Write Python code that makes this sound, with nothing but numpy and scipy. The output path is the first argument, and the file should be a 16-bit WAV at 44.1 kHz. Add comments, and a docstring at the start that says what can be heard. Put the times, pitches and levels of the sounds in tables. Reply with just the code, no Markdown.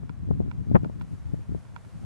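"""Gusty wind buffets a camera's microphone ports at the edge of a grass riding field. Eddies hit as low, hoof-
like thumps, louder on the left and in opposite polarity on the right, over an uneven rumble. A small plastic
part on the camera's right side ticks now and then, and two faint rustles sound much the same. A few tiny
crackles sound, and the open field hisses faintly behind."""
import sys
import numpy as np
from scipy import signal
from scipy.fft import rfft, irfft, next_fast_len
from scipy.io import wavfile

SR = 44100
rng = np.random.default_rng(int(sys.argv[2]) if len(sys.argv) > 2 else 0)


def to_wav(s):
    """Save 16-bit WAV."""
    ch = np.atleast_2d(s).T  # columns
    pcm = np.round(np.clip(ch, -1, 1) * 32767)  # PCM
    wavfile.write(sys.argv[1], SR, pcm.astype(np.int16))


N = 90404

# Each row: centre in seconds, level in dB, core half-width in ms, direction (1 pushes, -1 sucks).
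EDDY_HITS = [(.0341, -29.5, 0.4, 1), (0.1011, -17, 1.38, -1), (0.2345, -14, 2.7, 1),
             (0.2774, -24, 0.98, -1), (0.2908, -16.5, 1.1, 1), (0.3075, -9.5, 1, -1),
             (0.3108, -10.5, 0.45, 1), (.3165, -12, 1.6, 1), (0.352, -15, 2.4, -1), (0.398, -13, 1.6, -1),
             (0.4035, -9.5, 0.65, -1), (0.4115, -22, 0.61, -1), (0.4177, -22.5, 0.69, -1),
             (0.4628, -31.5, 0.41, 1), (0.481, -21, 1.17, -1), (0.597, -16.5, 3.7, -1), (0.621, -23, 3, -1),
             (0.671, -18.5, 1.44, 1), (0.7013, -14.5, 1.4, 1), (0.7149, -6.5, 0.75, 1),
             (0.7489, 7.5, 1.3, 1), (0.751, -4.5, 1.16, -1), (.7546, 4, 0.24, 1), (0.7616, -1.5, 0.39, -1),
             (.764, -6, 0.24, 1), (0.773, -16, 1.1, -1), (0.8344, -16.5, 0.77, 1), (0.8503, -20.5, 0.5, -1),
             (0.8608, -21.5, 0.64, 1), (0.8986, -22, 0.5, -1), (1.135, -23.5, 1.5, 1),
             (1.262, -21.5, 2.1, 1), (1.3, -19.5, 2.3, 1), (1.3369, -10.5, 1.42, -1),
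             (1.3438, -17, 0.77, -1), (1.3941, -25, 1.12, 1), (1.4946, -17, 1.36, 1), (1.5132, -23, 1.5, 1),
             (1.522, -17.5, 1.3, -1), (1.5485, -18.5, 0.57, 1), (1.5521, -22.5, 1, -1),
             (1.958, -26.5, 2.1, 1)]
EDDY_GAIN_DB, EDDY_LOW_CUT_HZ = 5.5, 77.7
WAKE_LEFT_DB, WAKE_RIGHT_DB, WAKE_DECAY_S = -14.5, -21, 0.0053
RIM_WIDTH_RATIO = 3.47


def eddies():
    """Eddies push or suck at the left port, with wakes on both. Narrow ones crack, wide ones thud."""
    t, pressure = np.arange(N) / SR, np.zeros((2, N))
    for centre_s, db, width_ms, direction in EDDY_HITS:
        width_s = width_ms / 1000
        u = (t - centre_s) / width_s
        white = rng.standard_normal((2, N))
        turbulence = unit(filtered(white, lambda hz: np.exp(-2 * np.pi * hz * width_s)))
        wake = np.exp(-abs(t - centre_s) / WAKE_DECAY_S) * (1 + np.tanh(u)) / 2
        pressure += amp(db) * amp([[WAKE_LEFT_DB], [WAKE_RIGHT_DB]]) * turbulence * wake
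        core = 1 / (1 + u ** 2)
        rim = RIM_WIDTH_RATIO / (RIM_WIDTH_RATIO ** 2 + u ** 2)  # same area as the core
        pressure[0] += direction * amp(db) * (core - rim)
    return amp(EDDY_GAIN_DB) * filtered(pressure, port_low_cut)


def port_low_cut(hz):
    """The ports drop the eddies' deep bass steeply."""
    slope = (hz / EDDY_LOW_CUT_HZ) ** 4
    return slope / (1 + slope)


# Each row: time in seconds, buffeting level in dB.
GUST_LEVELS = [(0, -43.5), (.035, -40.5), (.07, -46), (.1, -43), (.15, -49), (.19, -42), (.23, -41),
               (.29, -36), (.325, -33), (.35, -36.5), (.375, -37), (.42, -37.5), (.46, -35.5), (.52, -42),
               (.57, -40), (.61, -35.5), (.65, -44.5), (.71, -31.5), (.74, -31.5), (.765, -32.5),
               (.795, -40.5), (.84, -34), (.92, -46), (.96, -43), (1.015, -38), (1.07, -48.5),
               (1.13, -38.5), (1.18, -48), (1.26, -45.5), (1.32, -43), (1.36, -45), (1.41, -42),
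               (1.46, -53), (1.51, -38), (1.56, -38), (1.6, -52.5), (1.77, -48), (1.82, -54.5),
               (1.87, -46.5), (1.91, -62), (1.955, -43), (1.99, -50), (2.05, -38)]
# Each row: frequency in Hz, relative level in dB.
RUMBLE_SPECTRUM = [(20, -7.5), (40, -6.5), (70, 1), (120, 1), (200, -7.5), (300, -27), (500, -59.5),
                   (1000, -64), (3000, -100)]
FLUTTER_SPECTRUM = [(80, -10), (180, 1), (280, -5), (450, -21), (800, -37), (2000, -52.5)]
RUMBLE_GAIN_DB = 8.5
FLUTTER_DB, FLUTTER_DB_PER_DB, GUST_REF_DB = -46.5, 1.3, -44.5


def rumble():
    """Low noise on one port follows the gusts; a higher flutter grows faster and brightens them."""
    gust_db = curve(GUST_LEVELS)
    flutter_db = FLUTTER_DB + FLUTTER_DB_PER_DB * (gust_db - GUST_REF_DB)
    low = amp(gust_db + RUMBLE_GAIN_DB) * noise(RUMBLE_SPECTRUM)
    return low + amp(flutter_db) * noise(FLUTTER_SPECTRUM)


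RIGHT_SHELTER_DB, OVERLOAD_DB, CROSSFEED = -4, -3.5, 0.43
WIND_LOW_CUT_HZ, PORT_COVER_HZ = 38, 3100


def wind():
    """Eddies and rumble softly saturate each capsule; each leaks inverted into the other channel."""
    pressure = eddies() + np.array([rumble(), amp(RIGHT_SHELTER_DB) * rumble()])
    ceiling = amp(OVERLOAD_DB)
    left, right = ceiling * np.tanh(pressure / ceiling)
    channels = np.array([left - CROSSFEED * right, right - CROSSFEED * left])
    return filtered(channels, wind_band)


def wind_band(hz):
    """The wind loses its deepest bass, and the port covers muffle it."""
    low_cut = hz ** 2 / np.hypot(hz ** 2, WIND_LOW_CUT_HZ ** 2)
    return low_cut / np.hypot(1, (hz / PORT_COVER_HZ) ** 4)


# Each row: start in seconds, level in dB. The two faintest, at 1.652 s and 1.848 s, are soft rustles given the
# same ringing sound.
TICKS_AND_RUSTLES = [(0.0936, -36.5), (0.5131, -35), (.845, -37.5), (1.0112, -36), (1.652, -52.5),
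                     (1.762, -31.5), (1.848, -49.5)]
# Each row: frequency in Hz, level in dB, T60 in seconds.
PLASTIC_MODES = [(970, 5, .022), (1390, 7.5, 0.016), (2335, 1.5, 0.013), (2720, -6.5, 0.015),
                 (3370, -5.5, 0.0099), (4120, -14, 0.012), (5130, -16, 0.012)]
# Each row: frequency in Hz, relative level in dB.
SNAP_SPECTRUM = [(800, -10), (2000, 3.5), (5000, -2), (6500, -6), (12000, -34)]
TICK_ATTACK_S, MODE_SCATTER_DB = 0.00096, 1
SNAP_DB, SNAP_T60_S = -11.5, 0.0086
TICK_LEFT_DB, TICK_LEFT_LAG_S = -11.5, 0.00022


def ticks():
    """A plastic part near the right port snaps on contact and rings briefly, much alike each time; two faint
    rustles sound the same way."""
    right = np.zeros(N)
    for start_s, db in TICKS_AND_RUSTLES:
        t = np.maximum(np.arange(N) / SR - start_s, 0)
        ring = np.zeros(N)
        for hz, mode_db, t60_s in PLASTIC_MODES:
            struck_db = mode_db + MODE_SCATTER_DB * rng.standard_normal()
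            ring += amp(struck_db - 60 * t / t60_s) * np.sin(2 * np.pi * hz * t)
        snap = amp(SNAP_DB - 60 * t / SNAP_T60_S) * noise(SNAP_SPECTRUM)
        attack = 1 - np.exp(-t / TICK_ATTACK_S)
        right += amp(db) * (ring + snap) * attack
    delayed = filtered(right, lambda hz: np.exp(-2j * np.pi * hz * TICK_LEFT_LAG_S))
    return np.array([amp(TICK_LEFT_DB) * delayed, right])


# Each row: start in seconds, level in dB.
CRACKLE_BURSTS = [(0.83, -57.5), (0.998, -56), (1.0193, -50.5)]
# Each row: frequency in Hz, relative level in dB.
CRACKLE_SPECTRUM = [(1500, -10), (5000, -20.5), (8000, -22), (12000, -23)]
CRACKLE_T60_S = 0.023


def crackles():
    """Tiny, dry bursts of bright noise."""
    envelope = np.zeros(N)
    for start_s, db in CRACKLE_BURSTS:
        t = np.arange(N) / SR - start_s
        envelope += (t > 0) * amp(db - 60 * abs(t) / CRACKLE_T60_S)
    return envelope * np.array([noise(CRACKLE_SPECTRUM), noise(CRACKLE_SPECTRUM)])


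# Each row: frequency in Hz, relative level in dB.
RUSH_SPECTRUM = [(100, -3.5), (300, -2), (600, -1.5), (1000, -3.5), (1800, -9.5), (3200, -18), (6000, -28),
                 (12000, -42)]
HISS_SPECTRUM = [(1000, -8), (4000, 0.5), (7000, 1), (10000, -1.5), (11500, -5.5), (12500, -13)]
# Each row: time in seconds, level in dB.
HISS_LEVELS = [(0, -75.5), (.2, -76.5), (.7, -74.5), (.78, -75), (.92, -72.5), (1.02, -76), (1.12, -70),
               (1.22, -73), (1.32, -72.5), (1.38, -72), (1.5, -73.5), (1.6, -70), (1.72, -73), (1.78, -72),
               (1.84, -70), (1.93, -70.5), (2.05, -69)]
RUSH_DB, RUSH_DB_PER_S, HISS_GAIN_DB = -62, 1.5, 1


def field():
    """The distant rush of open air grows slowly, with a gently wavering hiss."""
    t = np.arange(N) / SR
    rush = amp(RUSH_DB + RUSH_DB_PER_S * t) * stereo_noise(RUSH_SPECTRUM, side_db=-4)
    hiss = amp(curve(HISS_LEVELS) + HISS_GAIN_DB) * stereo_noise(HISS_SPECTRUM, side_db=-3.5)
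    return rush + hiss


def amp(db):
    """Decibels to gain."""
    return 10 ** (np.asarray(db) / 20)


def unit(x):
    """Scaled to rms 1."""
    return x / np.sqrt(np.mean(x ** 2) + 1e-20)


def curve(rows):
    """(s, value) points as one value per sample."""
    return np.interp(np.arange(N) / SR, *np.transpose(rows))


def filtered(x, response):
    """x through a frequency response."""
    size = next_fast_len(N + SR // 2)
    hz = np.fft.rfftfreq(size, 1 / SR)
    return irfft(rfft(x, size) * response(hz), size)[..., :N]


def noise(spectrum):
    """Noise of rms 1 coloured by (Hz, dB) points."""
    hz, db = np.transpose(spectrum)
    white = rng.standard_normal(N)
    return unit(filtered(white, lambda f: amp(np.interp(np.log(f + 1), np.log(hz + 1), db))))


def stereo_noise(spectrum, side_db):
    """Mid/side noise of rms 1."""
    mid, side = noise(spectrum), amp(side_db) * noise(spectrum)
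    return unit(np.array([mid + side, mid - side]))


def scene():
    """Wind in front, ticks and crackles, the field behind."""
    return wind() + ticks() + crackles() + field()


BAND_LIMIT_HZ = 12500


def record(dry):
    """The camera keeps nothing above its band limit."""
    return filtered(dry, lambda hz: hz < BAND_LIMIT_HZ)


dry = scene()
out = record(dry)
to_wav(out)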